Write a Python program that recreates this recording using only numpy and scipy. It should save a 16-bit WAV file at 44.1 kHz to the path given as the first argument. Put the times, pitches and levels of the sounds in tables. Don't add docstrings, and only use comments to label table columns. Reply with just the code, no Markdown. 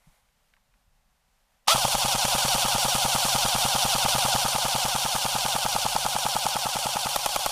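import sys
import numpy as np
from scipy import signal
from scipy.fft import rfft, irfft, next_fast_len
from scipy.io import wavfile
from scipy.ndimage import uniform_filter1d, map_coordinates

SR = 44100
rng = np.random.default_rng(int(sys.argv[2]) if len(sys.argv) > 2 else 0)


def transcribe(signal):
    frames = np.atleast_2d(signal).T
    limited = np.clip(frames, -1, 1)
    pcm = np.round(limited * 32767).astype(np.int16)
    wavfile.write(sys.argv[1], SR, pcm)


def boost_factor(decibels):
    exponent = np.asarray(decibels, float) / 20
    return 10 ** exponent


N = 331407

# time in seconds, pinion mesh in Hz, spring load in dB, grind in dB.
SPIN_UP = [
    (1.673, 900, -60, -45),
    (1.677, 1250, -14, -1),
    (1.681, 1500, -3, 7),
    (1.692, 1950, 0, 7),
    (1.703, 2380, 5.5, 4.5),
    (1.722, 2700, 5.5, 4),
    (1.736, 2660, 4, 3),
]
# time in seconds, sag of motor and air in dB, piston slam in dB.
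EFFORT = [(1.75, 0, 3), (1.95, -0.5, -1), (2.45, 1, -4), (2.75, 0.5, -0.7), (4.35, 0.5, 1),
          (4.5, -1.3, -0.8), (5.85, -3, 2), (5.95, -4, 2.5), (6.3, -3.5, 2), (6.55, -4, 0.3),
          (7.51, -5, -1.5)]
BITE_S = SPIN_UP[2][0]


def unit(x):
    return x / np.sqrt(np.mean(x ** 2) + 1e-20)


def along(points, hz):
    f, v = np.transpose(points)
    return np.interp(np.log(hz + 1), np.log(f + 1), v)


def curves(rows):
    s, *cols = np.transpose(rows)
    return [np.interp(np.arange(N) / SR, s, c) for c in cols]


def wobble(rate):
    knots = rng.standard_normal(int(N * rate / SR) + 4)
    return map_coordinates(knots, [np.arange(N) * rate / SR])


def filtered(x, gain):
    m = next_fast_len(N + 8192)
    return irfft(rfft(x, m) * gain(np.fft.rfftfreq(m, 1 / SR)), m)[:N]


def coloured(x, spectrum):
    return filtered(x, lambda hz: boost_factor(along(spectrum, hz)))


def noise(spectrum):
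    return unit(coloured(rng.standard_normal(N), spectrum))


def add(track, s, sound):
    part = track[round(s * SR):][:len(sound)]
    part += sound[:len(part)]


def ring(hz, db, t60, rise_ms, length=.05):
    t = np.arange(int(length * SR)) / SR
    rise = 1 - np.exp(-t / (abs(rise_ms) / 1000 + 1e-5))
    return boost_factor(db - 60 * t / t60) * np.sin(2 * np.pi * hz * t) * rise


def burst(db, t60, low_hz, high_hz):
    t = np.arange(int(2 * t60 * SR)) / SR
    band = signal.butter(2, [low_hz, min(high_hz, SR / 2.2)], "bandpass", fs=SR, output="sos")
    return boost_factor(db - 60 * t / t60) * unit(signal.sosfilt(band, rng.standard_normal(len(t))))


def surroundings():
    # frequency in Hz, level in dB per Hz.
    hiss_colour = [(180, -57), (300, -13), (485, -5.5), (697, -9), (733, -4), (1070, -8.5), (13700, -19.5),
                   (15600, -30)]
    rumble_colour = [(12, -21), (20, -1), (48, -6.5), (86, -22.5), (155, -17), (300, -27), (390, -61),
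                     (660, -120)]
    cloth_colour = [(350, -17), (600, -2), (928, 0), (1710, -9), (2160, 0), (2620, -13), (3170, -9),
                    (5170, -14), (5850, -13), (10700, -10), (15600, -21)]
    # time in seconds, peak in dB, centre in Hz, t60 in seconds.
    handling_ticks = [
        (0.2884, -48, 2310, 0.012),
        (0.5372, -37, 2300, 0.02),
        (0.566, -40, 1500, 0.03),
        (0.739, -41.5, 1900, 0.02),
    ]
    # time in seconds, peak in dB, frequency in Hz.
    bench_bumps = [
        (0.07, -50, 160),
        (0.874, -61, 86.1),
    ]
    trigger_switch = (1.663, -42, 4300, .015)
    gust_s, gust_half_s, brush_s = .1, .06, .13

    t = np.arange(N) / SR
    gust = np.clip(1 - abs(t - gust_s) / gust_half_s, 0, 1)
    hiss_db = -71.5 + 2 * gust + wobble(13.6)
    rumble_db = -71 + 11 * gust + 2 * wobble(14.0)
    out = boost_factor(hiss_db) * noise(hiss_colour) + boost_factor(rumble_db) * noise(rumble_colour)
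    brush_db = -63 - np.maximum(80 * (brush_s - t), 120 * (t - brush_s))
    out += boost_factor(brush_db + 2.3 * wobble(29)) * noise(cloth_colour)
    for s, db, hz, t60 in handling_ticks + [trigger_switch]:
        add(out, s, burst(db - 15, t60, 0.5 * hz, 1.26 * hz))
    for s, db, hz in bench_bumps:
        add(out, s, ring(hz, db + 6, 0.052, 3.3, length=.1))
    return out


def shot_times():
    # shot number, time in seconds.
    cadence = [
        (0, 1.7516),
        (17, 3.4543),
        (25, 4.2535),
        (32, 4.9538),
        (44, 6.1564),
        (54, 7.1617),
        (57, 7.4625),
    ]
    number, s = np.transpose(cadence)
    return np.interp(np.arange(number[-1] + 1), number, s)


def shell(hz):
    # frequency in Hz, level in dB per Hz.
    shell_colour = [(150, -47), (250, -19.5), (442, -20), (783, -3), (1050, -2), (1560, -15), (1800, -18),
                    (3020, -9.5), (4190, -12.5), (5620, -11), (6680, -13), (9290, -10), (11600, -18.5),
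                    (14300, -17.5), (15600, -31)]
    # frequency in Hz, width in Hz, gain in dB.
    shell_peaks = [(808, 226, -7.5), (1980, 180, 0), (3620, 170, 2), (4400, 570, 3.5), (5710, 80, 4.5),
                   (8440, 200, -11), (9500, 470, 1), (10600, 140, 3), (13660, 890, 1.5)]
    peaks_db = sum(db / (1 + (2 * (hz - centre) / wide) ** 2) for centre, wide, db in shell_peaks)
    return boost_factor(along(shell_colour, hz) + peaks_db)


def gears():
    # time after the pop in ms, pinion mesh in Hz, spring load on the teeth in dB.
    cycle = [
        (-8, 2690, -4),
        (-5, 2760, -30),
        (8, 3120, -30),
        (24, 3380, -30),
        (28, 3350, -30),
        (31, 3320, -6),
        (56, 3150, -4),
        (73, 2915, 0),
        (83, 2777, -.5),
    ]
    # multiple of the shaft turn, gain in dB per dB of load.
    tooth_orders = [(3, .5), (4, .5), (5, .5), (8, 1), (12, 2), (15, 1), (19, 3), (20, 3), (21.5, -1.5),
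                    (24, 3), (28, .7), (30, .4), (36, 2), (40, 2)]
    tooth_dbs = [-21, -9.5, -22, -11.5, -18, -13.5, -15, -9.5, -24, -12, -12.5, -18.5, -19, -20]
    pinion_orders = [16, 32, 48]
    pinion_dbs = [-16, -19, -19]
    free_grind_db, pinion_loss_db = -6.5, 3

    rows = list(SPIN_UP)
    for s in shot_times():
        rows += [(s + ms / 1000, hz, db, free_grind_db * (db < -12)) for ms, hz, db in cycle]
    mesh_hz, load_db, grind_db = curves(rows)
    loaded = load_db > -12
    turns = np.cumsum(mesh_hz * (1 + 0.00399 * wobble(60)) / 16) / SR

    def line(k, db):
        return boost_factor(db + 2.6 * wobble(200)) * np.sin(2 * np.pi * (k * turns + rng.uniform()))

    spin_db = np.maximum(load_db, 0)
    teeth = np.zeros(N)
    for (k, bite), db in zip(tooth_orders, tooth_dbs):
        spin_gain = 1.9 if k == 8 else .5
        teeth += line(k, db + spin_gain * spin_db + bite * load_db.clip(-6, 0))
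    teeth *= uniform_filter1d(1. * loaded, size=90)
    motor = sum(line(round(k), db) for k, db in zip(pinion_orders, pinion_dbs))
    motor *= boost_factor(spin_db - pinion_loss_db * loaded)

    beat = boost_factor(3 * np.cos(2 * np.pi * turns) + 3 * np.cos(8 * np.pi * turns))
    grind = boost_factor(.7 * grind_db - 3 + 1.2 * wobble(150)) * beat * rng.standard_normal(N)
    grind = coloured(grind, [(550, -4), (820, 3), (1050, -8), (1800, -7), (2600, 0), (6000, 0),
                             (10000, -7), (14000, -3)])
    whirr_db = np.where(load_db < -40, grind_db, spin_db) - 4 + wobble(40)
    whirr = coloured(boost_factor(whirr_db) * rng.standard_normal(N),
                     [(2000, -12), (5000, -7), (9500, 0), (14000, -3)])
    running = np.arange(N) > SPIN_UP[0][0] * SR
    train = unit(filtered(running * (teeth + motor + grind + whirr), shell))
    return boost_factor(-26 + curves(EFFORT)[0]) * train


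def bench():
    # frequency in Hz, level in dB per Hz.
    shake_colour = [(12, -37), (20, -28), (38, 10.5), (75, -8), (110, 4), (140, 3), (240, -120)]
    times = shot_times()
    rows = [(SPIN_UP[0][0], -60), (times[0] - .01, -6)]
    for s in times:
        rows += [(s, -1.5), (s + .07, -10)]
    sag_db = curves(EFFORT)[0]
    return boost_factor(curves(rows)[0] - 47.5 + 0.88 * sag_db + 2.7 * wobble(3.13)) * noise(shake_colour)


def strike(track, s, db, delay_ms, rise_ms, mode_dbs):
    # mode in Hz, t60 in seconds.
    body_modes = [(560, .022), (840, .017), (1230, .024), (2400, .01)]
    modes = [ring(hz, db + mode_db + rng.normal(0, 1), t60, rise_ms)
             for (hz, t60), mode_db in zip(body_modes, mode_dbs)]
    add(track, s + delay_ms / 1000, sum(modes))


def first_bite(track):
    bite_dbs = (-32, -9.5, -10.5, -32)
    strike(track, BITE_S, 0, 0, .5, bite_dbs)
    add(track, BITE_S, burst(-18, 0.2, 2000, 6100))


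def release(track, s, pop_db):
    # level in dB of one receiver mode, at the release and at the knock as the air leaves.
    release_dbs = (-34.5, -17, -29, -29)
    knock_dbs = (-21, -23, -24, -26)
    strike(track, s, .5 * pop_db, -7.5, .6, release_dbs)
    strike(track, s, .3 * pop_db, 0, .15, knock_dbs)


def rattle(track, s, pop_db):
    add(track, s, burst(-34 + .5 * pop_db, .09, 900, 1600))


def pop(track, s, pop_db):
    # frequency in Hz, level in dB, t60 in seconds.
    push_modes = [(198, -15.5, 0.015), (133.7, -36.5, 0.26), (41, -36, 0.073)]
    push = sum(ring(hz, pop_db + db, t60, 1, length=.3) for hz, db, t60 in push_modes)
    add(track, s - .0027, -push)
    add(track, s - .0004, burst(pop_db - 32, .015, 2500, 12000))


def slam(track, slam_s, slam_db, crack_db):
    slam_dbs = (-41, -9, -20, -34)
    strike(track, slam_s, slam_db, -1.4, 1, slam_dbs)
    add(track, slam_s - .0015, burst(crack_db, .016, 1300, 8500))


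def pick_up(track, s, pickup_db):
    pickup_dbs = (-22.5, -40, -27.5, -26)
    strike(track, s + rng.normal(0, 0.00044), pickup_db, 28.3, .8, pickup_dbs)
    add(track, s + .0278, burst(.5 * pickup_db - 27, .03, 2500, 12000))


def empty_slam(track, s, slam_s, slam_db, crack_db):
    empty_dbs = (-26, -19, -16, -26)
    # frequency in Hz, level in dB, t60 in seconds.
    hollow_modes = [(712, -13.5, 0.022), (1096, -20, 0.032)]
    strike(track, slam_s, slam_db, -1.1, .2, empty_dbs)
    add(track, slam_s - .0012, burst(crack_db + 1, .025, 900, 15000))
    add(track, slam_s - .0008, sum(ring(*mode, 0.53) for mode in hollow_modes))
    add(track, s, ring(32, -38, 0.15, 2.8, length=.3) + ring(348, -21, 0.021, 1.0, length=.3))


def strengths():
    s = shot_times()
    at, sag_db, slam_db = np.transpose(EFFORT)
    sag_db, slam_db = np.interp(s, at, sag_db), np.interp(s, at, slam_db)
    shot = np.arange(len(s))
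    empty = shot >= 54
    misfed = np.isin(shot, [1, 2, 5])
    pop_db = np.where(empty, -7.5, 2 + 1.2 * sag_db)
    crack_db = np.where(empty | misfed, -20.5, -22.5)
    pickup_db = 3.7 + 1.3 * sag_db
    levels = np.transpose([pop_db, slam_db, crack_db, pickup_db])
    scatter_db = (.5, .6, 1.2, 1.9)
    levels = levels + scatter_db * rng.standard_normal(levels.shape)
    delay_ms = np.select([empty, misfed], [-.15, .35], 7.85 - .11 * sag_db)
    return zip(s, levels[:, 0], delay_ms, *levels[:, 1:].T)


def shots():
    out = np.zeros(N)
    first_bite(out)
    for s, pop_db, delay_ms, slam_db, crack_db, pickup_db in strengths():
        slam_s = s + delay_ms / 1000
        release(out, s, pop_db)
        rattle(out, s - .005, pop_db)
        pop(out, s, pop_db)
        slam(out, slam_s, slam_db, crack_db)
        rattle(out, slam_s, pop_db)
        if delay_ms < 0:
            empty_slam(out, s, slam_s, slam_db, crack_db)
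        pick_up(out, s, pickup_db)
    return out


def scene():
    around = surroundings()
    gun = gears() + shots()
    echo = burst(-46, .05, 300, 9000)
    return (around + gun + signal.fftconvolve(gun, echo)[:N] + bench())[None]


def top_cut(x):
    return signal.sosfilt(signal.butter(12, 15750, fs=SR, output="sos"), x)


def record(dry):
    # frequency in Hz, gain in dB.
    mic_colour = [(230, 1), (300, -7), (400, -7), (480, -5), (560, 0), (15000, -1), (15550, -12),
                  (15750, -50)]
    return top_cut(coloured(dry[0], mic_colour)[None])


dry = scene()
out = record(dry)
transcribe(out)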